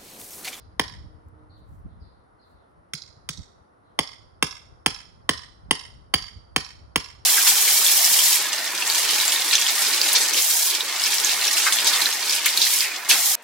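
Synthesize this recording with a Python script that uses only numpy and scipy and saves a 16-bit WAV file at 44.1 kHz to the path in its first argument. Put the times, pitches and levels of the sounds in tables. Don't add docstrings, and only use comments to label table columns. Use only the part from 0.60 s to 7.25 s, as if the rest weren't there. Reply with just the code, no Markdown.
import sys
import numpy as np
from scipy import signal
from scipy.fft import rfft, irfft, next_fast_len
from scipy.io import wavfile

SR = 44100
rng = np.random.default_rng(int(sys.argv[2]) if len(sys.argv) > 2 else 0)


def natural_amplitude(level_db):
    exponent = np.asarray(level_db, float) / 20
    return 10 ** exponent


def store_wav(level_fs):
    pcm = np.round(np.clip(np.atleast_2d(level_fs), -1, 1) * 32767)
    wavfile.write(sys.argv[1], SR, pcm.T.astype(np.int16))


N = 293265
LEAD = SR // 2

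# time_s, level_db
BREEZE = [(0.0, -55.5), (0.35, -49), (0.7, -59), (0.91, -56.5), (1.3, -48.5), (1.47, -50.5), (1.55, -65.5),
          (2.18, -71.5), (2.75, -54.5), (3.1, -70.5), (3.7, -59), (4.31, -58), (5.0, -54), (5.74, -55.5),
          (6.65, -57)]
# peak_s, peak_db, left_minus_right_db, half_width_s
GUSTS = [(0.43, -42.5, -6, 0.036), (0.67, -52, 0, .015), (0.91, -55, 1.5, 0.013), (1.131, -44, -6, 0.023),
         (1.26, -35.5, -3, 0.0085), (1.421, -43.5, -3, 0.0075), (1.95, -61, 3, .04), (2.18, -59, 7, 0.023),
         (2.59, -59, 9, 0.026), (2.798, -37.5, -2.5, 0.013), (4.32, -53, -1, 0.025),
         (5.091, -47.5, -5, 0.037), (5.23, -66, -1.5, 0.005), (5.371, -51.5, -2, 0.019),
         (5.632, -45.5, -5, 0.031), (5.77, -46, -3, 0.019), (6.02, -49, -2, 0.025), (6.18, -55, 3, 0.012),
         (6.398, -49, 1.5, 0.028)]

# pitch_hz, density_db (per Hz)
FAR_SPECTRUM = [(18, -37), (30, -7), (70, -2), (124, -12), (394, -9.5), (600, -9), (1320, -12),
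                (2750, -39.5), (4300, -35.5), (8520, -56), (9970, -47.5), (10800, -63), (16000, -72.5)]
# pitch_hz, likeness (-1 to 1)
FAR_LIKENESS = [(60, 0.31), (180, 0.81), (550, -0.47), (1650, -0.21), (4970, 0.48), (15000, 0.38)]

# time_s, level_db
HUM_LEVEL = [
    (0.0, -68),
    (0.35, -66.5),
    (0.54, -57),
    (0.63, -67.5),
    (0.8, -56.5),
    (1.17, -68.5),
    (1.6, -77),
    (1.9, -89),
]
# pitch_hz, level_db
HUM_LINES = [
    (154, -5.5),
    (308, 1.5),
    (460, -5.5),
    (616, -12),
]

# contact_s, strength_db, glancing (up to 1, below 0 dead square), head_twist (0-1), off_centre (0-1)
BLOWS = [(0.196, -14, -0.29, 0, 0), (2.3358, -26, 0.93, 0.026, 0.3), (2.69, -24, 0.79, 0.33, .1),
         (3.3902, -13, -0.11, 0.017, 0.53), (3.826, -11.5, 0.02, 0, 0),
         (4.2615, -10.5, -0.076, 0.093, 0.57), (4.6921, -11, -0.12, 0.098, 0.34),
         (5.11, -11.5, -0.27, 0, .95), (5.5395, -12, -0.007, 1, 0.18), (5.9624, -11.5, -0.03, 0.13, 0.22),
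         (6.3592, -12, -0.058, 0.089, 0)]
# pitch_hz, level_db, t60_s
STAKE_MODES = [
    [(1930, -5.5, 0.013), (2127, 1.5, 0.015), (2187, -8.5, 0.005), (2650, -7.5, 0.004)],
    [(782.2, -9, 0.096), (1021.4, 5, 0.024)],
    [(1286, -4, 0.032), (1530, -2, 0.014)],
    [(2850, -6.5, 0.015), (3112, 2, 0.014), (3404, 1, .014)],
    [(3520, -4, 0.004), (3920, 0.5, 0.027)],
]
HEAD_MODES = [
    [(5244, 1, 0.041), (5425, 3.9, 0.044), (5510, -4.5, .02)],
    [(4708, 0.011, 0.054), (4610, -9.5, 0.02)],
    [(6640, 9.5, .018), (6390, -11.5, .012)],
    [(8520, 0.0042, 0.033)],
]
FACE_MODES = [
    [(10320, 0, .014), (10920, 1, 0.028)],
    [(9610, 0.0019, 0.034)],
    [(13000, 0, .01)],
    [(15550, 0.0085, .04)],
]
RADIATION = [
    (17.9, 21.84, 19.7, 24.4, 21),
    (17.36, 23.7, 16.5, 18),
    (17.34, 22, 17, 15),
]
# near_2200hz_db, near_900hz_db, near_1400hz_db, near_3100hz_db, near_4000hz_db
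STAKE_SHARE = [
    (0.22, -8, -9.5, -7, -23),
    (-3, -14.5, 5.5, 3, 21),
    (-0.1, 0.5, -5.7, 3.5, 12),
    (0, -3, -3.8, 4.5, -2.1),
]
# near_5400hz_db, near_4700hz_db, near_6500hz_db, near_8500hz_db
HEAD_SHARE = [
    (-4.5, -14, -7.5, -10),
    (6, -4.3, 2.5, -1.6),
    (-7, 18.5, 8, 4),
    (-1.5, 0.4, 2.1, -0.45),
]
# near_10800hz_db, near_9600hz_db, near_13000hz_db, near_15500hz_db
FACE_SHARE = [
    (-4.5, -17, -29, -8.5),
    (4, -1, -12.5, -4),
    (0.6, 3.2, 4.4, 3.5),
    (-7, 24.5, 10, -5),
]
# fast_wave_db, slower_wave_db, slowest_wave_db
SOIL_SHARE = [
    (-7, -14.5, -22),
    (-8.5, 17.5, 3),
    (-2.5, 2.5, 10.5),
    (-1.8, 0.8, 0),
]
# narrow_db, broad_db
CLACK_SHARE = [
    (-11, 4.2),
    (22, 2),
    (4.5, -1.5),
    (-0.8, -3.4),
]
# pitch_hz, level_db, rise_s, t60_s
SOIL_WAVES = [
    [(436, -4.5, 0.0037, 0.026), (282, -4.5, 0.0076, 0.01)],
    [(152, 3, 0.013, 0.056)],
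    [(81, 3, 0.02, 0.05)],
]

# pitch_hz, left_minus_right_db
PORT_SHADE = [(300, -2), (600, -2.5), (1500, -6), (2000, -1), (3700, 2), (4600, -9), (5400, -3),
              (6500, -11.5), (7600, -8), (10000, 0.5), (15500, -2)]
# pitch_hz, left_lead_rad
PORT_LEAD = [(300, 0), (600, -.6), (1500, -.1), (2000, -1), (3700, -2.3), (4400, -3.1), (5400, -5),
             (7600, -7.3), (8500, -6), (10000, -5.1), (12500, -3.2), (15500, -.3)]
# delay_s, level_db
LAWN_ECHO = (.0045, -9)
# delay_s, left_db, right_db, smear_s
YARD_ECHOES = [(.0135, 10, 10.5, 0.0026), (.0185, 5, 9, 0.0041), (.024, -1, -0.5, .003),
               (0.04, 10, 6.5, 0.0034), (0.045, 7, 7.5, .003), (0.059, 3, -19, 0.0016),
               (0.083, 2, 13.5, 0.0019), (.099, 5, 13, 0.0011), (.126, -11, 13.5, 0.00098),
               (0.14, 11, 11.5, 0.0033), (0.152, 13.5, 5.5, 0.0015), (0.164, -5.5, 6, 0.0059),
               (0.19, 8, 7, 0.002), (0.228, -7, 7.5, 0.0026)]
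# pitch_hz, left_db, right_db, t60_s
YARD_TAIL = [(150, -48, -44.5, 0.05), (348, -41, -41.5, 0.15), (790, -52.5, -54.5, 0.41),
             (1300, -47.5, -48.5, 0.53), (2200, -52, -48.5, 0.51), (3330, -56.5, -57, 0.47),
             (4000, -46, -42, 1), (4700, -52.5, -41.5, 0.57), (5700, -51.5, -35.5, 0.62),
             (7370, -45, -49, 0.44), (9300, -51.5, -52, 0.45), (12000, -55, -53.5, 0.16),
             (16700, -47.5, -45, .45)]
# delay_s, left_db, right_db
FENCE_SLAP = [
    (0.0838, -16, -9),
    (0.0911, -28, -15),
]

# peak_s, level_db, half_width_s
RUSTLES = [
    (0.99, -87, .02),
    (1.139, -80, .045),
    (1.9, -87, .04),
    (2.11, -95, .015),
]
# start_s, peak_db
TICKS = [
    (0.5294, -87),
    (0.5794, -90.5),
    (0.6848, -64),
    (0.9794, -74),
    (1.0594, -86),
]
# start_s, peak_db, length_s, start_hz
CHIRPS = [
    (0.77, -87, .03, 3930),
    (0.893, -69, .09, 4490),
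    (1.28, -81, .08, 4100),
    (1.396, -71, .09, 4750),
    (1.496, -81, .12, 4700),
    (1.784, -72, 0.078, 4390),
    (1.92, -80.5, .12, 4250),
    (3.23, -83, .09, 4170),
]


def rms_one(x):
    return x / np.sqrt(np.mean(x ** 2) + 1e-20)


def in_time(rows, outside=None):
    s, *columns = np.transpose(rows)
    return [np.interp(np.arange(N) / SR, s, c, outside, outside) for c in columns]


def at_hz(rows, hz, order=1):
    rows = np.array(rows)
    return np.interp(np.log(hz), np.log(rows[:, 0]), rows[:, order])


def band(x, low_hz, high_hz, order=2):
    edges = [low_hz, min(high_hz, .45 * SR)]
    return signal.sosfilt(signal.butter(order, edges, "band", fs=SR, output="sos"), x)


def drift(rate_hz, channels=1):
    r = np.exp(-2 * np.pi * rate_hz / SR)
    white = rng.standard_normal((channels, N + LEAD))
    return rms_one(signal.lfilter([1], [1, -2 * r, r * r], white)[:, LEAD:])


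def bump(s, width):
    return np.exp(-.5 * ((np.arange(N) / SR - s) / max(width, .003)) ** 2)


def half_octaves(count):
    edges = 90 * 2 ** np.arange(0, count / 2, .5)
    return zip(edges, edges[1:])


def wind():
    power = natural_amplitude(in_time(BREEZE)[0] + 2.5 * drift(14.0, channels=2)) ** 2
    for s, peak_db, pan_db, width in GUSTS:
        port_db = peak_db + pan_db * np.array([[.5], [-.5]])
        power = power + (natural_amplitude(port_db) * bump(s, width)) ** 2
    level_db = 10 * np.log10(power)
    lump_db = 2.7 * drift(38, channels=2)
    white = .5 * rng.standard_normal(N) + rng.standard_normal((2, N))
    rumble = rms_one(band(white, 42, 105) * natural_amplitude(lump_db))
    flutter_db = -21.5 + 0.32 * lump_db + 0.71 * (level_db + 51.5)
    flutter = rms_one(band(white, 105, 190, order=3)) * natural_amplitude(flutter_db)
    return natural_amplitude(level_db + 3.5) * (rumble + flutter)


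def far_field():
    out, white = 0, rng.standard_normal((2, 2, N))
    for k, (low, high) in enumerate(half_octaves(15)):
        mid, side = band(white[k % 2], low, high, order=3)
        hz = np.sqrt(low * high)
        alike = np.clip(at_hz(FAR_LIKENESS, hz), -1, 1)
        stereo = np.sqrt(1 + alike) * mid + np.sqrt(1 - alike) * side * [[1], [-1]]
        out = out + natural_amplitude(at_hz(FAR_SPECTRUM, hz)) * stereo
    return natural_amplitude(-58.5 + 0.5 * drift(7.5)) * rms_one(out)


def insects():
    return natural_amplitude(-84.5) * rms_one(band(rng.standard_normal((2, N)), 9250, 10300, order=7))


def hum():
    turns = np.cumsum(1 + 0.016 * drift(3.4)[0]) / SR
    tones = sum(natural_amplitude(db - 2.5) * np.sin(2 * np.pi * hz * turns) for hz, db in HUM_LINES)
    return natural_amplitude(in_time(HUM_LEVEL, outside=-91.0)[0]) * tones


def shares(table):
    rows = np.array(BLOWS)
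    levels = np.array(table[0]) + rows[:, 2:] @ np.array(table[1:])
    levels[:, 0] += rows[:, 1]
    return [tuple(row) for row in levels]


def steel(body, radiation_db, levels_db, t):
    grip_damping = 0.68
    contact_spread = 1.12
    out = 0
    for modes, gain_db in zip(body, np.add(radiation_db, [0, *levels_db[1:]])):
        hz, level_db, t60 = np.transpose(modes)[:, :, None]
        luck = rng.standard_normal((3, len(modes), 1))
        decay = natural_amplitude(level_db + 2.7 * luck[0] - 60 * t / t60 / grip_damping)
        struck_hz = hz * (1 + 0.0038 * luck[1])
        rings = decay * np.sin(2 * np.pi * struck_hz * t + 3 * luck[2])
        contact = band(rng.standard_normal(len(t)), hz.min() / contact_spread, hz.max() * contact_spread)
        crack = rms_one(contact) * natural_amplitude(-2.5 - 60 * t / 0.018)
        squeeze = (1 - np.exp(-t / 0.00081)) ** 2
        group = (rings.sum(axis=0) + crack) * squeeze
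        out = out + natural_amplitude(levels_db[0] + gain_db) * group / np.linalg.norm(group)
    return out


def snap(strength_db, t):
    envelope = natural_amplitude(strength_db - 11.5 - 60 * t / 0.024) * (1 - np.exp(-t / 0.00038))
    burst = rng.standard_normal(len(t)) * envelope
    return band(burst, 550, 3000) + natural_amplitude(-8.5) * band(burst, 5500, 11200, order=3)


def soil(levels_db, t):
    out = 0
    for waves, rel_db in zip(SOIL_WAVES, [0, *levels_db[1:]]):
        for hz, level_db, rise, t60 in waves:
            onset = np.sin(np.pi / 2 * np.minimum(t / rise, 1)) ** 2
            swell = onset * natural_amplitude(-60 * np.maximum(t - rise, 0) / t60)
            gain = natural_amplitude(levels_db[0] + rel_db + level_db + 2.5)
            out = out + gain * swell * np.sin(2 * np.pi * hz * (t - rise))
    return out


def hammer():
    earlier_s, earlier_db = -.235, -1
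    metal, ground = np.zeros((2, N + 2 * LEAD))
    t = np.arange(SR // 8) / SR
    times = [row[0] for row in BLOWS]
    bodies = (STAKE_MODES, HEAD_MODES, FACE_MODES)
    for body, radiation_db, table in zip(bodies, RADIATION, (STAKE_SHARE, HEAD_SHARE, FACE_SHARE)):
        levels = shares(table)
        levels.append((levels[0][0] + earlier_db, *levels[0][1:]))
        for s, levels_db in zip([*times, earlier_s], levels):
            metal[LEAD + round((s - .0009) * SR):][:len(t)] += steel(body, radiation_db, levels_db, t)
    for s, levels_db in zip(times, shares(SOIL_SHARE)):
        ground[LEAD + round(s * SR):][:len(t)] += soil(levels_db, t)
    for s, strength_db, *_ in BLOWS:
        metal[LEAD + round((s - .0005) * SR):][:len(t)] += snap(strength_db, t)
    return metal, ground


def sideways():
    out, t = np.zeros(N + 2 * LEAD), np.arange(SR // 40) / SR
    for (s, *_), (peak_db, broad_db) in zip(BLOWS, shares(CLACK_SHARE)):
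        burst = rng.standard_normal((2, len(t))) * natural_amplitude(-60 * t / 0.013)
        narrow = rms_one(band(burst[0], 3500, 4900))
        broad = rms_one(band(burst[1], 2400, 6400, order=3))
        out[LEAD + round(s * SR):][:len(t)] += natural_amplitude(peak_db - 21.0) * (narrow + natural_amplitude(broad_db) * broad)
    return out


def ports(x):
    size = next_fast_len(len(x))
    hz = np.fft.rfftfreq(size, 1 / SR) + 1
    half = np.sqrt(natural_amplitude(at_hz(PORT_SHADE, hz)) + 0j) * np.exp(1j * at_hz(PORT_LEAD, hz) / 2)
    return irfft(rfft(x, size) * np.array([half, 1 / half]), size)[:, :len(x)]


def yard():
    t = np.arange(SR * 3 // 4) / SR
    power = np.ones((2, 1)) * np.clip((t - .006) / 0.0013, 0, 1)
    for s, left_db, right_db, smear in YARD_ECHOES:
        excess = natural_amplitude([[left_db], [right_db]]) ** 2 - 1
        power = power + excess * (t > s) * np.exp(-np.maximum(t - s, 0) / smear)
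    shared, own = rng.standard_normal((2, 1, len(t))), rng.standard_normal((2, 2, len(t)))
    scatter = (0.49 * shared + 1.68 * own) * np.sqrt(np.maximum(power, 0))
    out = 0
    for k, (low, high) in enumerate(half_octaves(16)):
        hz = np.sqrt(low * high)
        level_db = np.array([[at_hz(YARD_TAIL, hz)], [at_hz(YARD_TAIL, hz, order=2)]])
        decay_db = -60 * t / at_hz(YARD_TAIL, hz, order=3)
        out = out + band(scatter[k % 2] * natural_amplitude(level_db + decay_db), low, high)
    notch = signal.butter(3, [11400, 14900], "bandstop", fs=SR, output="sos")
    return signal.sosfilt(notch, out)


def fence(metal, clack):
    slap = band(clack + natural_amplitude(-5) * metal, 4080, 6250)
    out = 0
    for s, left_db, right_db in FENCE_SLAP:
        out = out + natural_amplitude([[left_db], [right_db]]) * np.roll(slap, round(s * SR))
    return out


def rustle():
    swells = sum(natural_amplitude(db) * bump(s, width) for s, db, width in RUSTLES)
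    level = swells * natural_amplitude(6.0 + 2.3 * drift(120))
    for s, peak_db in TICKS:
        level[:, round(s * SR):][:, :900] += natural_amplitude(peak_db - 60 * np.arange(900) / SR / 0.016)
    return level * rms_one(band(rng.standard_normal((2, N)), 5750, 15500))


def birds():
    attack_s, fade_db_per_s, sag_hz_per_s = 0.005, 63.5, 8600
    level, hz, now = np.zeros(N), np.full(N, 4000.), np.arange(N) / SR
    for s, peak_db, length, start_hz in CHIRPS:
        age = now - s
        on = (age > 0) & (age < length)
        edges = np.clip(np.minimum(age, length - age) / attack_s, 0, 1)
        level[on] = (edges * natural_amplitude(peak_db - fade_db_per_s * np.maximum(age, 0)))[on]
        hz[on] = start_hz - sag_hz_per_s * age[on]
    trill_hz = [[31], [43]] * natural_amplitude(1.1 * drift(32, channels=2))
    sweep = 1 - 2 * (np.cumsum(trill_hz, axis=1) / SR % 1)
    pitch = hz + 620 * sweep + 200 * drift(23, channels=2)
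    voices = (1 - sweep ** 2) * np.sin(2 * np.pi * np.cumsum(pitch, axis=1) / SR)
    out = level * voices.sum(axis=0)
    t = np.arange(SR // 3) / SR
    blur = rng.standard_normal((2, len(t))) * natural_amplitude(-60 * t / 0.46)
    return natural_amplitude(10) * signal.fftconvolve(out[None], blur / np.linalg.norm(blur[0]))[:, :N]


def scene():
    metal, ground = hammer()
    clack = sideways()
    lawn_s, lawn_db = LAWN_ECHO
    off_lawn = natural_amplitude(lawn_db) * np.roll(metal, round(lawn_s * SR))
    direct = metal + ground + off_lawn
    direct = direct + natural_amplitude(-29.5) * np.roll(band(metal, 660, 2800), -round(0.0012 * SR))
    echoes = signal.fftconvolve((metal + ground + clack)[None], yard())[:, :len(metal)]
    heard = ports(direct) + echoes + fence(metal, clack)
    return heard[:, LEAD:LEAD + N] + wind() + far_field() + insects() + hum() + rustle() + birds()


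def low_pass(x):
    return signal.sosfilt(signal.butter(12, 17110, fs=SR, output="sos"), x)


def record(dry):
    x = signal.sosfilt(signal.butter(2, 38, "high", fs=SR, output="sos"), dry)
    x = x / (1 + (x / .95) ** 4) ** .25
    x = signal.sosfilt(signal.cheby2(10, 50, 16900, fs=SR, output="sos"), x)
    return low_pass(x)


dry = scene()
out = record(dry)
store_wav(out)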